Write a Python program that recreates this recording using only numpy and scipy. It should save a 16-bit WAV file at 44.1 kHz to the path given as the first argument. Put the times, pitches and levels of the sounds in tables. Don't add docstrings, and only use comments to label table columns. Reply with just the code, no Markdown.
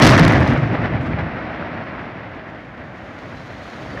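import sys
import numpy as np
from scipy import signal
from scipy.fft import rfft, irfft, next_fast_len
from scipy.io import wavfile
from scipy.ndimage import map_coordinates

SR = 44100
rng = np.random.default_rng(int(sys.argv[2]) if len(sys.argv) > 2 else 0)


def master_out(mix):
    frames = np.transpose(np.atleast_2d(mix))
    ceiling = np.clip(frames, -1, 1)
    pcm = np.round(ceiling * 32767).astype(np.int16)
    wavfile.write(sys.argv[1], SR, pcm)


def invert_db(level):
    return 10 ** (np.asarray(level, dtype=float) / 20)


N = 176400
T_S = np.arange(N) / SR


def unit(x):
    return x / np.sqrt(np.mean(x ** 2) + 1e-20)


def curve(rows):
    time_s, level_db = np.transpose(rows)
    return invert_db(np.interp(T_S, time_s, level_db))


def wobble(rate_hz):
    knots = rng.standard_normal(int(N * rate_hz / SR) + 4)
    return map_coordinates(knots, [np.arange(N) * rate_hz / SR])


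def coloured(x, points):
    below = (points[0][0] / 8, points[0][1] - 32)
    above = (8 * points[-1][0], points[-1][1] - 3 * 24)
    hz, level_db = np.transpose([below] + list(points) + [above])
    size = 2 * next_fast_len(N // 2 + SR // 8)
    log_hz = np.log(np.fft.rfftfreq(size, 1 / SR) + 1)
    cepstrum = irfft(np.log(invert_db(np.interp(log_hz, np.log(hz), level_db))), size)
    cepstrum[1:size // 2] *= 2
    cepstrum[size // 2 + 1:] = 0
    return irfft(rfft(x, size) * np.exp(rfft(cepstrum)), size)[:N]


def rubble(points, spread_db, hiss):
    size_db = spread_db * np.minimum(rng.exponential(size=N), 6.5)
    grains = rng.standard_normal(N) * invert_db(size_db)
    return unit(coloured(unit(grains) + hiss * rng.standard_normal(N), points))


def bursts(rows, points, tail_db, tail_s):
    gain = np.zeros(N + SR)
    t = np.arange(SR // 4) / SR
    tail = invert_db(tail_db - 60 * t / tail_s)
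    for time_s, peak_db, length_s in rows:
        snap = np.exp(-(t / max(length_s, 1e-3)) ** 2)
        gain[round(time_s * SR):][:len(t)] += invert_db(peak_db) * (snap + tail)
    noise = rng.standard_normal(N)
    return coloured(gain[:N] * noise, points) / np.std(coloured(noise, points))


def bell(middle_s, length_s):
    return np.exp(-(2 * (T_S - middle_s) / length_s) ** 2)


def wavelets(rows):
    out = np.zeros(N)
    for (middle_s, peak_db, hz, length_s), phase in zip(rows, rng.uniform(0, 2 * np.pi, len(rows))):
        swing = np.cos(2 * np.pi * hz * (T_S - middle_s) + phase)
        out += invert_db(peak_db) * bell(middle_s, length_s) * swing
    return out


def steps(rows):
    gain_db = np.zeros(N)
    for middle_s, length_s, change_db in rows:
        near = np.arange(round((middle_s - length_s) * SR), round((middle_s + length_s) * SR))
        gain_db[near] += change_db * np.exp(-(2 * (near / SR - middle_s) / length_s) ** 4)
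    return invert_db(gain_db)


def squash(x, top, knee):
    return x / (1 + np.abs(x / top) ** knee) ** (1 / knee)


# (time [s], peak [dB], length [s])
CRACKS = [(0, -13, .0015), (.022, -11, .004), (.030, -19, .002), (.038, -13, .003), (.0455, -14, .002),
          (.050, -11, .003), (.055, -13, .004), (.0645, -12, .005), (.071, -12, .003), (.075, -12, .003),
          (.090, -20, .003), (.102, -12, .002), (.109, -12, .0025), (.133, -22, .004), (.1765, -18, .003),
          (.1945, -15, .005), (.2498, -14, .0015), (.2788, -17, .005), (.304, -30, .002),
          (.3222, -23, .003), (.336, -27, .003), (.402, -32, .004), (.434, -35, .002), (.4763, -28, .002),
          (.495, -36, .003), (.5352, -32, .002)]
# (frequency [Hz], level [dB])
CRACK_COLOUR = [(300, 4.5), (1000, 11.5), (2200, 3.5), (4000, 4.5), (6000, -1), (7000, -7.5), (9000, -8.5),
                (15000, -22.5)]


def charges():
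    return invert_db(-1.5) * bursts(CRACKS, CRACK_COLOUR, tail_db=-16, tail_s=.03)


# (time [s], level [dB])
ROLL = [(0, -7.5), (.15, -8), (.3, -12.5), (.45, -15), (.6, -19.5), (.9, -21.5), (1.25, -25.5), (1.35, -31),
        (1.83, -34.5), (2.2, -37.5), (2.5, -40), (3.1, -39.5), (3.55, -38), (3.73, -39), (3.8, -35),
        (4, -33.5)]
# (middle [s], length [s], change [dB])
LULLS = [(.189, .025, -5), (.32, 0.031, -3.5), (.469, .03, -6), (.562, .025, -4), (.607, 0.032, -2.5),
         (.69, 0.032, -4.5), (.768, 0.02, -10), (.823, 0.015, 0.5), (.878, 0.041, -5), (1.025, 0.028, -3),
         (1.1, 0.03, 1.5), (1.305, 0.036, -3.5), (3.71, 0.044, -12)]
# (middle [s], peak [dB], pitch [Hz], length [s])
PEALS = [(.075, -14, 30, .05), (.26, -16, 32, .05), (.265, -8, 150, .014), (.347, -6, 110, .016),
         (.402, -6, 129, .026), (.438, -8, 120, .014), (.497, -10, 127, .02), (.535, -10, 150, .018),
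         (.635, -9, 140, .016), (.75, -15, 140, .022), (.797, -12, 151, .016), (.84, -18, 110, .025),
         (.948, -17, 121, .016), (1.01, -19, 127, .02), (1.147, -11, 120, .011), (1.197, -17, 137, .015),
         (1.228, -15, 100, .012), (3.94, -27, 250, .012), (.035, -7, 130, .025), (.12, -4, 130, .035),
         (.215, -4, 160, .04), (.293, -6, 120, .03), (.51, -15, 230, .03), (.53, -12, 255, .02),
         (.59, -14, 150, .025), (.59, -23, 260, .025), (.725, -23, 240, .025), (1.35, -25, 110, .025)]
# (frequency [Hz], level [dB])
BOOM_COLOUR = [(20, -39.5), (50, -9.5), (120, -3), (230, -8), (320, -9.5), (420, -22), (800, -32.5),
               (3000, -79.5)]


def booms():
    flutter = invert_db(0.22 * wobble(6.7) + 0.52 * wobble(35))
    roll = curve(ROLL) * steps(LULLS) * flutter * rubble(BOOM_COLOUR, spread_db=2.5, hiss=0.73)
    return roll + wavelets(PEALS)


# (time [s], level [dB])
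FALL = [(0, -14), (.02, -9), (.2, -12.5), (.35, -14.5), (.52, -23), (.6, -25), (.86, -25), (.9, -26),
        (1.3, -29.5), (1.6, -28.5), (2.1, -33), (2.64, -37.5), (3.3, -36), (3.7, -36.5), (3.8, -33.5),
        (4, -33.5)]
# (middle [s], length [s], change [dB])
SLUMPS = [(.516, 0.048, 3.5), (.565, 0.012, 3), (.613, 0.012, -0.5), (.745, 0.033, 2), (.855, 0.034, 3.5),
          (.889, 0.018, -3), (.995, 0.026, -2.5), (1.017, .02, 1), (1.04, 0.031, -2.5), (1.073, 0.019, 3),
          (1.096, 0.029, -1), (1.165, .03, -1), (1.2, .03, 4.5), (1.248, .03, 0), (1.42, 0.02, 0.5),
          (1.495, 0.032, 0), (1.664, 0.026, 1), (1.73, .04, 0)]
# (middle [s], peak [dB], pitch [Hz], length [s])
STONES = [(.755, -18, 1800, .002), (.975, -22, 2200, .002), (1.135, -21, 2200, .002),
          (1.415, -21, 1500, .002), (1.626, -21, 1500, .002), (1.982, -21, 1300, .0015),
          (2.056, -25, 700, .002), (3.105, -28, 1500, .002), (3.657, -30, 1300, .002),
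          (3.786, -28, 800, .003), (3.864, -24, 700, .002), (3.952, -24, 480, .005),
          (3.976, -22, 1750, .003)]
# (frequency [Hz], level [dB])
ROCK_COLOUR = [(250, -1.5), (420, -7.5), (630, -1), (900, -8), (1950, -8), (3300, -25), (5600, -40.5),
               (6600, -54)]


def rockfall():
    clumps = invert_db(0.35 * wobble(10) + 0.92 * wobble(45))
    roar = curve(FALL) * steps(SLUMPS) * clumps * rubble(ROCK_COLOUR, spread_db=3.5, hiss=1.0)
    return roar + wavelets(STONES)


# (time [s], peak [dB], length [s])
ECHOES = [(.167, -23, .003), (.186, -21, .003), (.220, -27, .002), (.233, -26, .003), (.358, -30, .003),
          (.378, -31, .003), (.412, -32, .002), (.5122, -35, .003), (.5756, -33, .006), (.622, -37, .003),
          (.634, -36, .003), (.7347, -40, .003), (.821, -44, .003), (.8574, -44, .005), (.914, -48, .003),
          (1.0091, -43, .002), (1.0675, -46, .003), (1.197, -48, .006), (1.3688, -48, .003)]
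# (frequency [Hz], level [dB])
ECHO_COLOUR = [(300, -8), (2000, 25), (4000, 6.5), (6000, 1.5), (8000, -11), (12000, -28)]


def echoes():
    return invert_db(2.5) * bursts(ECHOES, ECHO_COLOUR, tail_db=-16, tail_s=.03)


# (frequency [Hz], level [dB])
WASH_COLOUR = [(300, -2.5), (2000, -1), (4000, -4), (6000, -8), (7200, -20.5), (9000, -26), (15000, -44)]


def valley_wash():
    level_db, rise_s, t60_s = -14.5, 0.02, 0.99
    decay = invert_db(level_db - 60 * T_S / t60_s + 2.5 * wobble(91))
    rise = 1 - np.exp(-T_S / rise_s)
    return decay * rise * rubble(WASH_COLOUR, spread_db=4.5, hiss=0.75)


# (time [s], level [dB])
PATTER = [
    (0, -45),
    (.2, -35),
    (.6, -61),
    (1.2, -70.5),
    (2.5, -65),
    (2.9, -61.5),
    (3.2, -54),
    (3.5, -53),
    (3.85, -48),
    (4, -51.5),
]
# (frequency [Hz], level [dB])
GRIT_COLOUR = [(3200, 5), (6800, -7.5), (7800, -18.5), (9200, -19), (10200, -25.5), (11500, -21),
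               (12600, -29), (15000, -27)]


def debris():
    gusts = invert_db(0.61 * wobble(20) + 1.1 * wobble(46))
    return curve(PATTER) * gusts * rubble(GRIT_COLOUR, spread_db=5.5, hiss=1.5)


# (middle [s], level [dB], pitch [Hz], glide [Hz/s], length [s])
WHISTLES = [(3.39, -61, 5400, 600, .08), (3.75, -59, 5350, 300, .07), (3.88, -59, 5450, 0, .12),
            (3.69, -58, 4750, 0, .06), (3.26, -61, 4400, -300, .12), (3.43, -54, 3990, 100, .2),
            (3.44, -59, 4300, 0, .14), (3.44, -60, 5650, 0, .08), (3.58, -54, 4190, 0, .18),
            (3.69, -55, 4220, 200, .12), (3.785, -54, 3740, -500, .07), (3.92, -54, 4530, 100, .2),
            (3.92, -57, 4830, 900, .07)]


def whistles():
    out = np.zeros(N)
    for middle_s, level_db, hz, glide_hz_per_s, length_s in WHISTLES:
        t = T_S - middle_s
        strength = .6 + .5 * wobble(110)
        phase = 2 * np.pi * (hz + glide_hz_per_s * t / 2) * t + 1.3 * wobble(45)
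        out += invert_db(level_db) * bell(middle_s, length_s) * strength * np.sin(phase)
    return out


# (time [s], peak [dB])
TICKS = [
    (.5207, -50),
    (.635, -58),
    (.7498, -56),
    (.7901, -54),
    (.9901, -65),
    (1.0201, -65),
    (1.1303, -61),
    (1.1902, -66),
]


def camera_ticks():
    ticks = np.zeros(N)
    for time_s, peak_db in TICKS:
        ticks[round(time_s * SR) + 40] = invert_db(peak_db + 13)
    return coloured(ticks, [(9000, 0.0061), (16000, 0.0082)])


# (time [s], peak [dB], length [s])
RUSTLE = [
    (1.009, -64, .02),
    (1.03, -65, .03),
    (1.062, -65.5, 0.028),
    (1.09, -73, 0.031),
]
# (frequency [Hz], level [dB])
LEAF_COLOUR = [(4000, -5.5), (6000, 6), (10000, -10), (15000, -23.5)]


def branch_rustle():
    return bursts(RUSTLE, LEAF_COLOUR, tail_db=-16, tail_s=.15)


# (frequency [Hz], level [dB])
HISS_COLOUR = [(8200, -11.5), (11000, 0), (13500, -6.5)]


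def microphone_hiss():
    return invert_db(-88) * rubble(HISS_COLOUR, spread_db=-2.5, hiss=0.91)


# (middle [s], length [s], damping [dB])
SURGES = [(.0615, .004, -14), (.1005, .002, -14), (.106, .002, -14), (.1145, .002, -12), (.121, .002, -12),
          (.131, .002, -14), (.1605, .003, -25), (.174, .004, -28), (.340, .003, -22), (.4395, .003, -17),
          (.206, .002, -10), (.217, .003, -14), (.224, .002, -12), (.247, .002, -12), (.259, .002, -25),
          (.269, .002, -9), (.273, .002, -12), (.287, .003, -14), (.318, .003, -15), (.328, .002, -13),
          (.348, .002, -18), (.386, .002, -9), (.396, .002, -16), (.401, .002, -16), (.419, .002, -9),
          (.459, .003, -7), (.4745, .002, -10)]


def pinned(detail):
    return steps(SURGES) * detail


def scene():
    blast = charges() + echoes() + valley_wash()
    falling = rockfall() + debris() + whistles()
    nearby = camera_ticks() + branch_rustle()
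    return (booms() + pinned(blast + falling + nearby) + microphone_hiss())[None]


def band_limit(x):
    return signal.sosfilt(signal.butter(12, 15550, fs=SR, output="sos"), x)


def record(dry):
    capsule = squash(dry, top=1.05, knee=2.6)
    low_cut = signal.butter(2, 45, "high", fs=SR, output="sos")
    mix = squash(signal.sosfilt(low_cut, capsule), top=.86, knee=6)
    return band_limit(mix)


dry = scene()
out = record(dry)
master_out(out)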